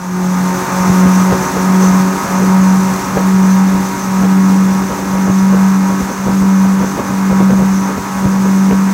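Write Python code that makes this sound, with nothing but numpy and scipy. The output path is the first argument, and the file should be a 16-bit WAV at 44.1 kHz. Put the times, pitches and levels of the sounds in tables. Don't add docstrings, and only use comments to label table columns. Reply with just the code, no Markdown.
import sys
import numpy as np
from scipy import signal
from scipy.fft import rfft, irfft, next_fast_len
from scipy.io import wavfile

SR = 44100
rng = np.random.default_rng(int(sys.argv[2]) if len(sys.argv) > 2 else 0)


def wav_record(signal):
    frames = np.transpose(np.atleast_2d(signal))
    bounded = np.clip(frames, -1, 1)
    quanta = np.round(bounded * 32767).astype(np.int16)
    wavfile.write(sys.argv[1], SR, quanta)


N = 393813
TIME_S = np.arange(N) / SR
CYLINDER_FIRINGS = 4


def from_db(db):
    return 10 ** (np.asarray(db) / 20)


def rms_one(x):
    return x / np.sqrt(np.mean(x ** 2) + 1e-20)


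def drift(rate_hz):
    step = 40
    pole = np.exp(-2 * np.pi * rate_hz * step / SR)
    noise = rng.standard_normal(N // step + 2002)
    slow = signal.lfilter([1], [1, -2 * pole, pole ** 2], noise)[2000:]
    return np.interp(np.arange(N) / step, np.arange(len(slow)), rms_one(slow))


def coloured(x, spectrum):
    size = next_fast_len(N)
    octave = np.log2(np.maximum(np.arange(size // 2 + 1) * SR / size, 1))
    hz, db = np.transpose(spectrum)
    curve_octave = np.log2(hz)
    outside = np.abs(octave - np.clip(octave, curve_octave[0], curve_octave[-1]))
    gain = from_db(np.interp(octave, curve_octave, db) - 20 * outside)
    return rms_one(irfft(rfft(x, size) * gain, size)[:N])


def fade_in(from_level_db=-11, length_s=0.71):
    return np.interp(TIME_S, [0, length_s], [from_db(from_level_db), 1])


def load(lift_at_s=3.08, lift_s=0.89):
    return 1 / (1 + np.exp((TIME_S - lift_at_s) / lift_s))


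def crank_speed(start_hz=45.5, top_hz=48.3, speed_up_s=3.45):
    return top_hz - (top_hz - start_hz) * np.exp(-TIME_S / speed_up_s)


BEAT_MINIMA = [-0.1, 0.66, 1.49, 2.21, 3.04, 3.96, 4.97, 6.14, 6.99, 8.03, 9.2]


def crank_angles(hunt_hz=0.08):
    mean_turns = np.cumsum(crank_speed() + hunt_hz * drift(2.57)) / SR + rng.random()
    lead_firings = np.interp(TIME_S, BEAT_MINIMA, np.arange(len(BEAT_MINIMA)) - .5)
    half_lead = lead_firings / CYLINDER_FIRINGS / 2
    return 2 * np.pi * (mean_turns + half_lead), 2 * np.pi * (mean_turns - half_lead)


def eddies(per_s=4.0, rumble_db=-26, flutter_db=-26, spread_db=2.0, slow_db=4.5, first_s=0.71):
    draws = rng.standard_normal((100, 3))
    start_s = (np.arange(len(draws)) + .5 * draws[:, 0]) / per_s
    load_loss_db = slow_db * np.interp(start_s, TIME_S, load())
    low_db = rumble_db - load_loss_db + spread_db * draws[:, 1]
    mid_db = flutter_db + spread_db * draws[:, 2]
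    rows = np.column_stack([start_s, low_db, mid_db])
    return rows[(start_s > first_s) & (start_s < N / SR)]


# centre in seconds, rumble swell in dB, flutter swell in dB, both before
WIND_BUFFETS = [(0.9, -14, -25), (1.07, -18, -20), (1.33, -13, -16.5), (1.57, -23, -22), (2.43, -28, -16),
                (3.18, -17, -14), (4.25, -23, -21), (4.92, -20, -18.5), (5.29, -14, -22),
                (5.58, -23, -21.5), (6.02, -15.5, -29), (6.29, -13, -22.5), (6.43, -21, -30),
                (6.83, -16.5, -18), (6.99, -15.5, -17), (7.11, -20, -27), (7.32, -20, -20),
                (7.42, -18, -20), (7.52, -13, -17), (7.62, -17, -19.5), (8.26, -13, -22.5),
                (8.72, -20, -17)]


def gusts(length_s=0.018, ragged_db=2.0, ragged_hz=46):
    rumble, flutter = np.zeros(N), np.zeros(N)
    for centre_s, low_db, mid_db in [*WIND_BUFFETS, *eddies()]:
        near = slice(max(int((centre_s - .1) * SR), 0), int((centre_s + .1) * SR))
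        swell = np.exp(-.5 * ((TIME_S[near] - centre_s) / length_s) ** 2)
        rumble[near] = np.hypot(rumble[near], from_db(low_db) * swell)
        flutter[near] = np.hypot(flutter[near], from_db(mid_db) * swell)
    return [level * from_db(ragged_db * np.minimum(drift(ragged_hz), 1)) for level in (rumble, flutter)]


# frequency in Hz, relative density in dB per Hz.
RUMBLE_SPECTRUM = [(20, -40), (32, -19), (48, -7.5), (70, -1.5), (105, -4.5), (140, 3), (200, -0.5),
                   (290, -2.5), (400, -12), (800, -32)]
FLUTTER_SPECTRUM = [(100, -16), (220, -0.5), (330, -4), (520, 1), (720, -6), (1000, -10.5), (1600, -18),
                    (3000, -29.5)]


def wind(fade, rumble, flutter, rumble_db=-1.5, flutter_db=-0.64, steady_db=-29.0, lumpy_db=2.5,
         crackle_db=4.6):
    steady = fade * from_db(steady_db + lumpy_db * drift(13.0))
    rumble_level = np.hypot(steady, from_db(rumble_db) * rumble)
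    low = rumble_level * coloured(rng.standard_normal(N), RUMBLE_SPECTRUM)
    pops = rng.standard_normal(N) * from_db(crackle_db * np.minimum(drift(145), 2))
    return low + from_db(flutter_db) * flutter * coloured(pops, FLUTTER_SPECTRUM)


def pulsing_noise(angles, depth):
    swell = 0
    for angle in angles:
        for multiple in (1, 2):
            swell = swell + np.cos(multiple * angle + rng.uniform(0, 2 * np.pi))
    return rng.standard_normal(N) * (1 + depth * swell)


# frequency in Hz, relative density in dB per Hz.
SPRAY_SPECTRUM = [(1500, -14.5), (3000, -9.5), (3800, -7), (4400, -8), (5400, -4), (5900, -2), (6500, -.5),
                  (6900, -4), (8100, -6.5), (8800, -11), (11500, -12.5), (13500, -11), (15800, -13.5)]
# centre in Hz, width in Hz, mean level in dB relative to
WHINE_BANDS = [(6460, 50, -16), (5920, 160, -14), (6160, 320, -11)]


def spray(angles, flicker_db=0.6, grain_db=0.7, whine_waver_db=4.5):
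    droplet_level = from_db(flicker_db * drift(9.8) + grain_db * drift(300))
    out = coloured(pulsing_noise(angles, depth=.02) * droplet_level, SPRAY_SPECTRUM)
    for hz, width_hz, db in WHINE_BANDS:
        pole = np.exp(-np.pi * width_hz / SR)
        resonator = [1, -2 * pole * np.cos(2 * np.pi * hz / SR), pole ** 2]
        ring = signal.lfilter([1, 0, -1], resonator, pulsing_noise(angles, depth=.12))
        out = out + from_db(db + whine_waver_db * drift(6)) * rms_one(ring)
    return out


def deck_echoes(x, echo_db=-26.0, longest_s=0.0062, count=14):
    lags = (rng.uniform(longest_s / 10, longest_s, count) * SR).astype(int)
    echoes = sum(np.pad(x, (lag, 0))[:N] for lag in lags)
    return rms_one(x + from_db(echo_db) * echoes)


# frequency in Hz, relative density in dB per Hz.
WASH_SPECTRUM = [(150, 5), (300, 1.5), (500, -3), (680, -6.5), (950, -0.5), (1250, -5.5), (1700, -8),
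                 (2200, -14.5), (2900, -23.5), (4500, -35)]


def wash(angles):
    return coloured(pulsing_noise(angles, depth=0.047), WASH_SPECTRUM)


def revolution(angle, orders, levels_db):
    turn = np.linspace(0, 2 * np.pi, 4097)
    phases = rng.uniform(0, 2 * np.pi, len(orders))
    harmonics = np.cos(np.outer(orders, turn) + phases[:, None])
    wave = np.sqrt(2) * from_db(levels_db) @ harmonics
    return np.interp(angle % (2 * np.pi), turn, wave)


# frequency in Hz, level in dB per line before scatter, cowl
VALVE_ENVELOPE = [(1400, -63), (1700, -61.5), (2200, -64), (2800, -60.5), (3200, -79.5), (4700, -72)]


def valve_rasp(angles, scatter_db=2.0, jitter=0.0062):
    orders = np.arange(60, 200)
    line_hz = orders * np.mean(crank_speed()) / 2
    envelope_db = np.interp(line_hz, *np.transpose(VALVE_ENVELOPE))
    out = 0
    for angle in angles:
        uneven = angle / 2 + jitter * drift(7.1)
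        levels_db = envelope_db + scatter_db * rng.standard_normal(len(orders))
        out = out + revolution(uneven, orders, levels_db)
    return out


# multiple of crank speed, faster motor in dB, slower motor in dB,
# both before the gains of the machinery.
PROMINENT_ORDERS = [(6, -38.5, -34), (8, -34, -40), (12, -45, -39.5), (15, -41.5, -43.5), (17, -44.5, -43),
                    (19, -42, -39), (20, -33, -36.5), (21, -47.5, -38), (23, -38.5, -37.5), (26, -42, -41),
                    (27, -40, -38), (32, -46, -40), (35, -57, -43), (45, -46.5, -61)]
# multiple of crank speed, level in dB before the same gains.
BED_CURVE = [(5, -45), (7, -63), (9, -48.5), (11, -49.5), (14, -51), (16, -47), (18, -44), (24, -42.5),
             (28, -43), (33, -54.5), (36, -49), (41, -52.5), (48, -59.5), (52, -54)]


def order_levels(top_order=52):
    prominent = {round(order): levels for order, *levels in PROMINENT_ORDERS}
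    bed = np.transpose(BED_CURVE)
    rows = []
    for order in range(CYLINDER_FIRINGS + 1, top_order + 1):
        bed_db = np.interp(order, *bed)
        rows.append((order, *prominent.get(order, [bed_db, bed_db])))
    return np.array(rows)


def machinery(angles, fade, high_gain, jitter=0.0074, waver_db=2.0, exhaust_db=0.9, count=3,
              overtone_db=-2.5, overtone_load_db=10):
    table = order_levels()
    orders = np.round(table[:, 0])
    low = orders <= 3 * CYLINDER_FIRINGS
    firing = orders % CYLINDER_FIRINGS == 0
    load_db = overtone_db + overtone_load_db * load()
    out = 0
    for angle, levels_db in zip(angles, table[:, 1:].T):
        for group, db in ((low & firing, load_db), (low & ~firing, exhaust_db)):
            gain = fade * from_db(db + waver_db * drift(5.8))
            out = out + gain * revolution(angle, orders[group], levels_db[group])
        for k in range(count):
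            group = ~low & (orders % count == k)
            uneven = angle + jitter * drift(8.4)
            gain = high_gain * from_db(waver_db * drift(7.8))
            out = out + gain * revolution(uneven, orders[group], levels_db[group])
    return out


# centre in Hz, width in
# Hz, gain of that filter at its centre in dB.
COWL_RESONANCES = [(720, 23, -4.5), (809, 15, 5), (1256, 23, 3), (1306, 27, -8), (1400, 19, 1.5),
                   (1512, 32, -5), (1530, 28, 2), (1704, 30, 0), (2150, 17, 2.5)]


def cowl(x):
    for hz, width_hz, db in COWL_RESONANCES:
        band = signal.lfilter(*signal.iirpeak(hz, hz / width_hz, fs=SR), x)
        x = x + (from_db(db) - 1) * band
    return x


# time in seconds, level of the faster motor's firing tone in dB before fade,
# waver and shaking.
DRONE_LEVEL = [(0, -13), (0.45, -13.5), (0.9, -13), (3.4, -12.5), (8.93, -14)]


def exhausts(angles, buffeting, slower_db=-2.0, waver_db=0.4, shake_db=1.1):
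    level_db = np.interp(TIME_S, *np.transpose(DRONE_LEVEL))
    tones = 0
    for angle, db in zip(angles, (0, slower_db)):
        tones = tones + from_db(db + waver_db * drift(13)) * np.cos(CYLINDER_FIRINGS * angle)
    gust_strength = np.sqrt(buffeting / buffeting.max())
    shaken = from_db(shake_db * gust_strength * drift(47))
    return np.sqrt(2) * from_db(level_db) * shaken * tones


def scene(high_orders_db=2.0, wash_db=-3.5, machine_db=-23.5, machine_load_db=5,
          spray_db=-31.5, spray_load_db=4.5):
    fade, angles = fade_in(), crank_angles()
    rumble, flutter = gusts()
    air = wind(fade, rumble, flutter)
    hiss = fade * from_db(spray_db + spray_load_db * load()) * deck_echoes(spray(angles))
    machine = fade * from_db(machine_db + machine_load_db * load())
    water = machine * from_db(wash_db) * wash(angles)
    machine_shape = rms_one(machine)
    orders = machinery(angles, fade, machine_shape * from_db(high_orders_db))
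    motors = cowl(orders + machine_shape * valve_rasp(angles))
    drone = fade * exhausts(angles, rumble + flutter)
    return (air + hiss + water + motors + drone)[None]


def record(dry, cutoff_hz=15800):
    low_pass = signal.ellip(14, .1, 100, cutoff_hz, fs=SR, output="sos")
    return signal.sosfilt(low_pass, np.clip(dry, -1, 1))


dry = scene()
out = record(dry)
wav_record(out)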